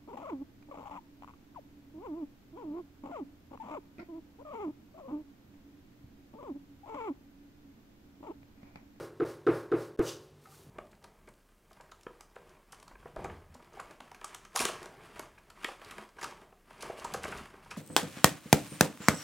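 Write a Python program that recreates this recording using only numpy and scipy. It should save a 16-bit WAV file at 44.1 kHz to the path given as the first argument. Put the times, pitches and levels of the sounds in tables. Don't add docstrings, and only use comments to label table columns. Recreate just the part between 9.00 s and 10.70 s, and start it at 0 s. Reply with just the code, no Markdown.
import sys
import numpy as np
from scipy import signal
from scipy.fft import rfft, irfft
from scipy.io import wavfile
from scipy.ndimage import uniform_filter1d

SR = 44100
rng = np.random.default_rng(int(sys.argv[2]) if len(sys.argv) > 2 else 0)


def transcribe(signal):
    frames = np.atleast_2d(signal).T
    limited = np.clip(frames, -1, 1)
    pcm = np.round(limited * 32767).astype(np.int16)
    wavfile.write(sys.argv[1], SR, pcm)


def invert_db(x):
    u = np.asarray(x, float) / 20
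    return 10 ** u


N = 74970

# pitch_hz, level_db (per Hz)
ROOM_NOISE = [(18, -47), (30, 3), (161, -15.5), (437, -11.5), (721, -20), (889, -18.5), (1460, -25.5),
              (1860, -26), (16000, -41.5)]
# pitch_hz, level_db
HUM = [(49, -74), (98, -67.5), (147, -63.5), (244, -74.5)]
# pitch_hz, time_to_fall_60_db_s
ROOM_DECAY = [(1000, 0.37), (4000, 0.69), (9000, 0.28), (16000, 0.067)]
# start_s, pitch_hz, level_db, time_to_fall_60_db_s
TOUCHES = [(0, 45, -36.5, .06), (0.253, 60, -41, .1), (1.101, 426.4, -59, 0.51), (1.452, 1275, -50.5, 0.11),
           (1.468, 776, -56, 0.23), (1.517, 1200, -57, 0.11), (1.542, 1500, -51, 0.029),
           (1.59, 390.3, -56, 0.39), (1.666, 150, -48.5, 0.15), (1.687, 155, -44.5, 0.082),
           (1.662, 327, -49.5, 0.041)]
# peak_s, level_db, rise_s, fall_s (both to 20 dB under the peak)
PALM_WIPES = [
    (1.045, 6, .045, .06),
    (1.22, -9, .08, .12),
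    (1.45, -10, .09, .12),
    (1.565, 0, .125, .17),
]
# pitch_hz, level_db (per Hz)
PALM_COLOUR = [(1000, -4), (2000, -15), (3500, -9.5), (8000, -9.5), (13400, -11.5), (15700, -19),
               (16200, -38)]
# peak_s, level_db, rise_s, fall_s (both to 20 dB under the peak)
FINGER_SWEEPS = [
    (1.086, 0, .055, .09),
]
# pitch_hz, level_db (per Hz)
FINGER_COLOUR = [(880, -22), (1500, -22), (2020, -19), (2860, -9.5), (4160, -11), (5880, -9), (6430, -9),
                 (14900, -25), (16000, -24)]
# pitch_hz, width_hz, level_db
SHEET = [(2900, 250, -4), (3700, 250, -6), (4930, 200, -4), (6000, 350, -5)]
# peak_s, level_db, rise_s, fall_s (both to 20 dB under the peak)
STROKES = [
    (.01, 0, .08, .115),
    (.283, 0, .07, .12),
    (.552, 0, .085, .125),
    (.803, 0, .07, .12),
]
# pitch_hz, level_db (per Hz)
ERASER_COLOUR = [(1500, 8), (3000, 3.5), (5000, 6), (7000, 0.5), (10000, 1), (14000, -4.5), (15600, -5),
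                 (16200, -30)]
# start_s, strength_db, hardness_db, spliced (1 = a piece is lost inside)
KNOCKS = [
    (-.062, -24.5, 1.5, 0),
    (0.1988, -24, 0.5, 0),
    (0.4657, -18, 2.5, 0),
    (0.716, -21.5, 0.5, 0),
    (0.9893, -21.5, 1.5, 1),
]
# time_s, pitch_hz
THUD_PITCH = [(0, 350), (.008, 355), (.012, 435), (.021, 445), (.026, 335), (.05, 325)]
# pitch_hz, level_db, time_to_fall_60_db_s
DESK_TONES = [(116.5, -3, 0.43), (153.7, -3, 0.33), (260, -9, 0.1), (334.8, -7, 0.63), (376.3, -12.5, 1),
              (431.6, -10.5, 1), (488.6, 4.5, 0.12), (567, -11.5, 0.63), (620, -35, .25), (768, -30, 0.36),
              (930, -38, .25), (1077, -17, 0.6), (1660, -24, 0.66)]
# pitch_hz, level_db (per Hz)
TAIL_COLOUR = [(110, -5.5), (205, -18), (290, -1.5), (480, -1.5), (700, -13.5), (1400, -17), (2500, -30.5),
               (7000, -60)]
# pitch_hz, time_to_fall_60_db_s
TAIL_DECAY = [(80, 0.17), (300, 0.45), (1500, 0.49), (4000, .35)]
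# from_s, to_s
GAPS = [
    (.2436, .2487),
    (.9640, .9742),
    (1.4838, 1.4851),
]

ROOM_NOISE_DB, ROOM_ANSWER_DB = -62, -15.5
ERASER_DB, FINGERS_DB, PALM_DB = -57.5, -41, -62
PRESS_ROUND_S, FLUTTER_DB = .012, .7
THUD_DB, RING_DB, TAIL_DB, TICK_DB, OVERTONE_DB = -0.5, -11, -7, -24.5, -24
THUD_RISE_S, THUD_HOLD_S, THUD_RELEASE_DB_PER_S = .003, .027, 1000
TAIL_RISE_S, TICK_S, HARD_HZ = .022, .012, 684
SLAP_S, SLAP_HZ, SLAP_DB = .0072, 1320, 1
KNUCKLE_S, KNUCKLE_HZ, KNUCKLE_DB = 0.00216, 1500, -11
SLAP_DECAY_S = .014
SPLICE_AFTER_S, SPLICE_LOST_S, SPLICE_FADE_S = .0046, .0101, .0005
SPLICE_CLICK_DB, SPLICE_BUMP_DB = -28, -23.5
LOW_CUT_HZ, TOP_HZ = 78, 16000


def evened(x):
    return x / np.sqrt(np.mean(x ** 2) + 1e-20)


def read(points, hz):
    f, value = np.transpose(points)
    return np.interp(np.log(hz + 1), np.log(f + 1), value)


def add(mix, s, sound):
    at = round(s * SR)
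    sound = sound[max(-at, 0):]
    part = mix[max(at, 0):][:len(sound)]
    part += sound[:len(part)]


def coloured(x, points):
    gain = invert_db(read(points, np.fft.rfftfreq(len(x), 1 / SR)))
    return irfft(rfft(x) * gain, len(x))


def resonate(x, hz, width):
    r = np.exp(-np.pi * width / SR)
    pole = r * np.exp(2j * np.pi * hz / SR)
    return 2 * signal.lfilter([1 - r], [1, -pole], x).real


def dying(x, decay):
    hz, frame, z = signal.stft(x, SR, nperseg=512)
    fade = invert_db(-60 * frame / read(decay, hz)[:, None])
    return signal.istft(z * fade, SR, nperseg=512)[1][:len(x)]


def friction(rows, per_s, spread_db, order):
    t = np.arange(N) / SR
    happens = rng.random(N) < per_s / SR
    size = invert_db(spread_db * np.minimum(rng.exponential(1, N), 4))
    slips = happens * size * rng.standard_normal(N)
    flutter = uniform_filter1d(rng.standard_normal(N), size=300)
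    flutter = evened(uniform_filter1d(flutter, size=300))
    press = np.zeros(N)
    for s, db, rise, fall in rows:
        distance = abs(t - s) / np.where(t < s, rise, fall)
        press += invert_db(db - 20 * distance ** order)
    press = uniform_filter1d(press, round(PRESS_ROUND_S * SR))
    return evened(slips), press * invert_db(FLUTTER_DB * flutter)


def room():
    t = np.arange(N) / SR
    out = invert_db(ROOM_NOISE_DB) * evened(coloured(rng.standard_normal(N), ROOM_NOISE))
    for hz, db in HUM:
        steady = np.sin(2 * np.pi * (hz * t + rng.random()))
        waver = evened(resonate(rng.standard_normal(N), hz, 22.0))
        out += invert_db(db) * (steady + 0.65 * waver)
    return out


def walls(x):
    echoes = dying(rng.standard_normal(SR), ROOM_DECAY)
    return invert_db(ROOM_ANSWER_DB) * signal.fftconvolve(x, echoes / np.linalg.norm(echoes))[:N]


def touches():
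    t, out = np.arange(SR // 3) / SR, np.zeros(N)
    for s, hz, db, t60 in TOUCHES:
        rough = evened(resonate(rng.standard_normal(len(t)), hz, 0.22 * hz))
        ring = np.sin(2 * np.pi * hz * t) + 0.59 * rough
        add(out, s, np.clip(t / 0.0055, 0, 1) * invert_db(db - 60 * t / t60) * ring)
    return out


def palm():
    slips, press = friction(PALM_WIPES, per_s=24000, spread_db=1.0, order=2)
    return evened(coloured(slips, [(200, -27)] + PALM_COLOUR)) * press


def fingers():
    slips, press = friction(FINGER_SWEEPS, per_s=15000, spread_db=-0.2, order=1)
    hiss = coloured(slips, [(300, -46)] + FINGER_COLOUR)
    paper = sum(invert_db(db) * resonate(hiss, hz, width) for hz, width, db in SHEET)
    return evened(hiss + paper) * press


def eraser():
    slips, press = friction(STROKES, per_s=25000, spread_db=1.0, order=2)
    return evened(coloured(slips, [(300, -43)] + ERASER_COLOUR)) * press


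def panel_thud(t):
    turns = np.cumsum(np.interp(t, *np.transpose(THUD_PITCH))) / SR
    thud = -np.sin(2 * np.pi * turns) + invert_db(OVERTONE_DB) * np.sin(4 * np.pi * turns)
    release = invert_db(-THUD_RELEASE_DB_PER_S * np.maximum(t - THUD_HOLD_S, 0))
    return thud * np.clip(t / THUD_RISE_S, 0, 1) * release


def desk_blow(t):
    ring = sum(invert_db(db - 60 * t / t60) * np.sin(2 * np.pi * hz * t) for hz, db, t60 in DESK_TONES)
    tail = dying(evened(coloured(rng.standard_normal(SR), TAIL_COLOUR)), TAIL_DECAY)
    late = np.clip(t / TAIL_RISE_S, 0, 1)
    tick = resonate(rng.standard_normal(SR), 2200, 3000.)
    tick = resonate(tick, 2200, 3000.) * np.exp(-t / TICK_S) * np.clip(t / .0005, 0, 1)
    body = invert_db(THUD_DB) * panel_thud(t) + invert_db(TICK_DB) * tick
    body += (invert_db(RING_DB) * ring + invert_db(TAIL_DB) * tail) * late
    for s, hz, db in (SLAP_S, SLAP_HZ, SLAP_DB), (KNUCKLE_S, KNUCKLE_HZ, KNUCKLE_DB):
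        u = np.maximum(t - s, 0)
        fade = np.clip(u * hz, 0, 1) * invert_db(db - 60 * u / SLAP_DECAY_S)
        body += fade * np.sin(2 * np.pi * hz * u)
    return body


def desk():
    t = np.arange(SR) / SR
    body = desk_blow(t)
    high = signal.sosfilt(signal.butter(2, HARD_HZ, "high", fs=SR, output="sos"), body)
    past = np.clip((t - SPLICE_AFTER_S) / SPLICE_FADE_S, 0, 1)
    out = np.zeros(N)
    for s, db, hard_db, spliced in KNOCKS:
        knock = invert_db(db) * (body + (invert_db(hard_db) - 1) * high)
        jumped = np.interp(t + SPLICE_LOST_S * round(spliced), t, knock)
        add(out, s, (1 - past) * knock + past * jumped)
    return out


def scene():
    rub = invert_db(PALM_DB) * palm() + invert_db(FINGERS_DB) * fingers() + invert_db(ERASER_DB) * eraser()
    return np.tile(room() + walls(rub) + touches() + rub + desk(), (2, 1))


def band_limit(x):
    return signal.sosfilt(signal.butter(12, 16510, fs=SR, output="sos"), x)


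def record(dry):
    t = np.arange(N) / SR
    x = signal.sosfilt(signal.butter(2, LOW_CUT_HZ, "high", fs=SR, output="sos"), dry)
    for a, b in GAPS:
        x = x * np.clip(np.maximum(a - t, t - b) / .0004, 0, 1)
    u = t - KNOCKS[-1][0] - SPLICE_AFTER_S
    click = invert_db(SPLICE_CLICK_DB) * np.exp(-abs(u) / .00015)
    bump = invert_db(SPLICE_BUMP_DB) * np.exp(-abs(u) / 0.00342) * np.clip(u / SPLICE_FADE_S, 0, 1)
    x = x + (u > 0) * (click + bump)
    x = signal.oaconvolve(x, signal.firwin(255, TOP_HZ, fs=SR)[None], "same")
    return band_limit(x)


dry = scene()
out = record(dry)
transcribe(out)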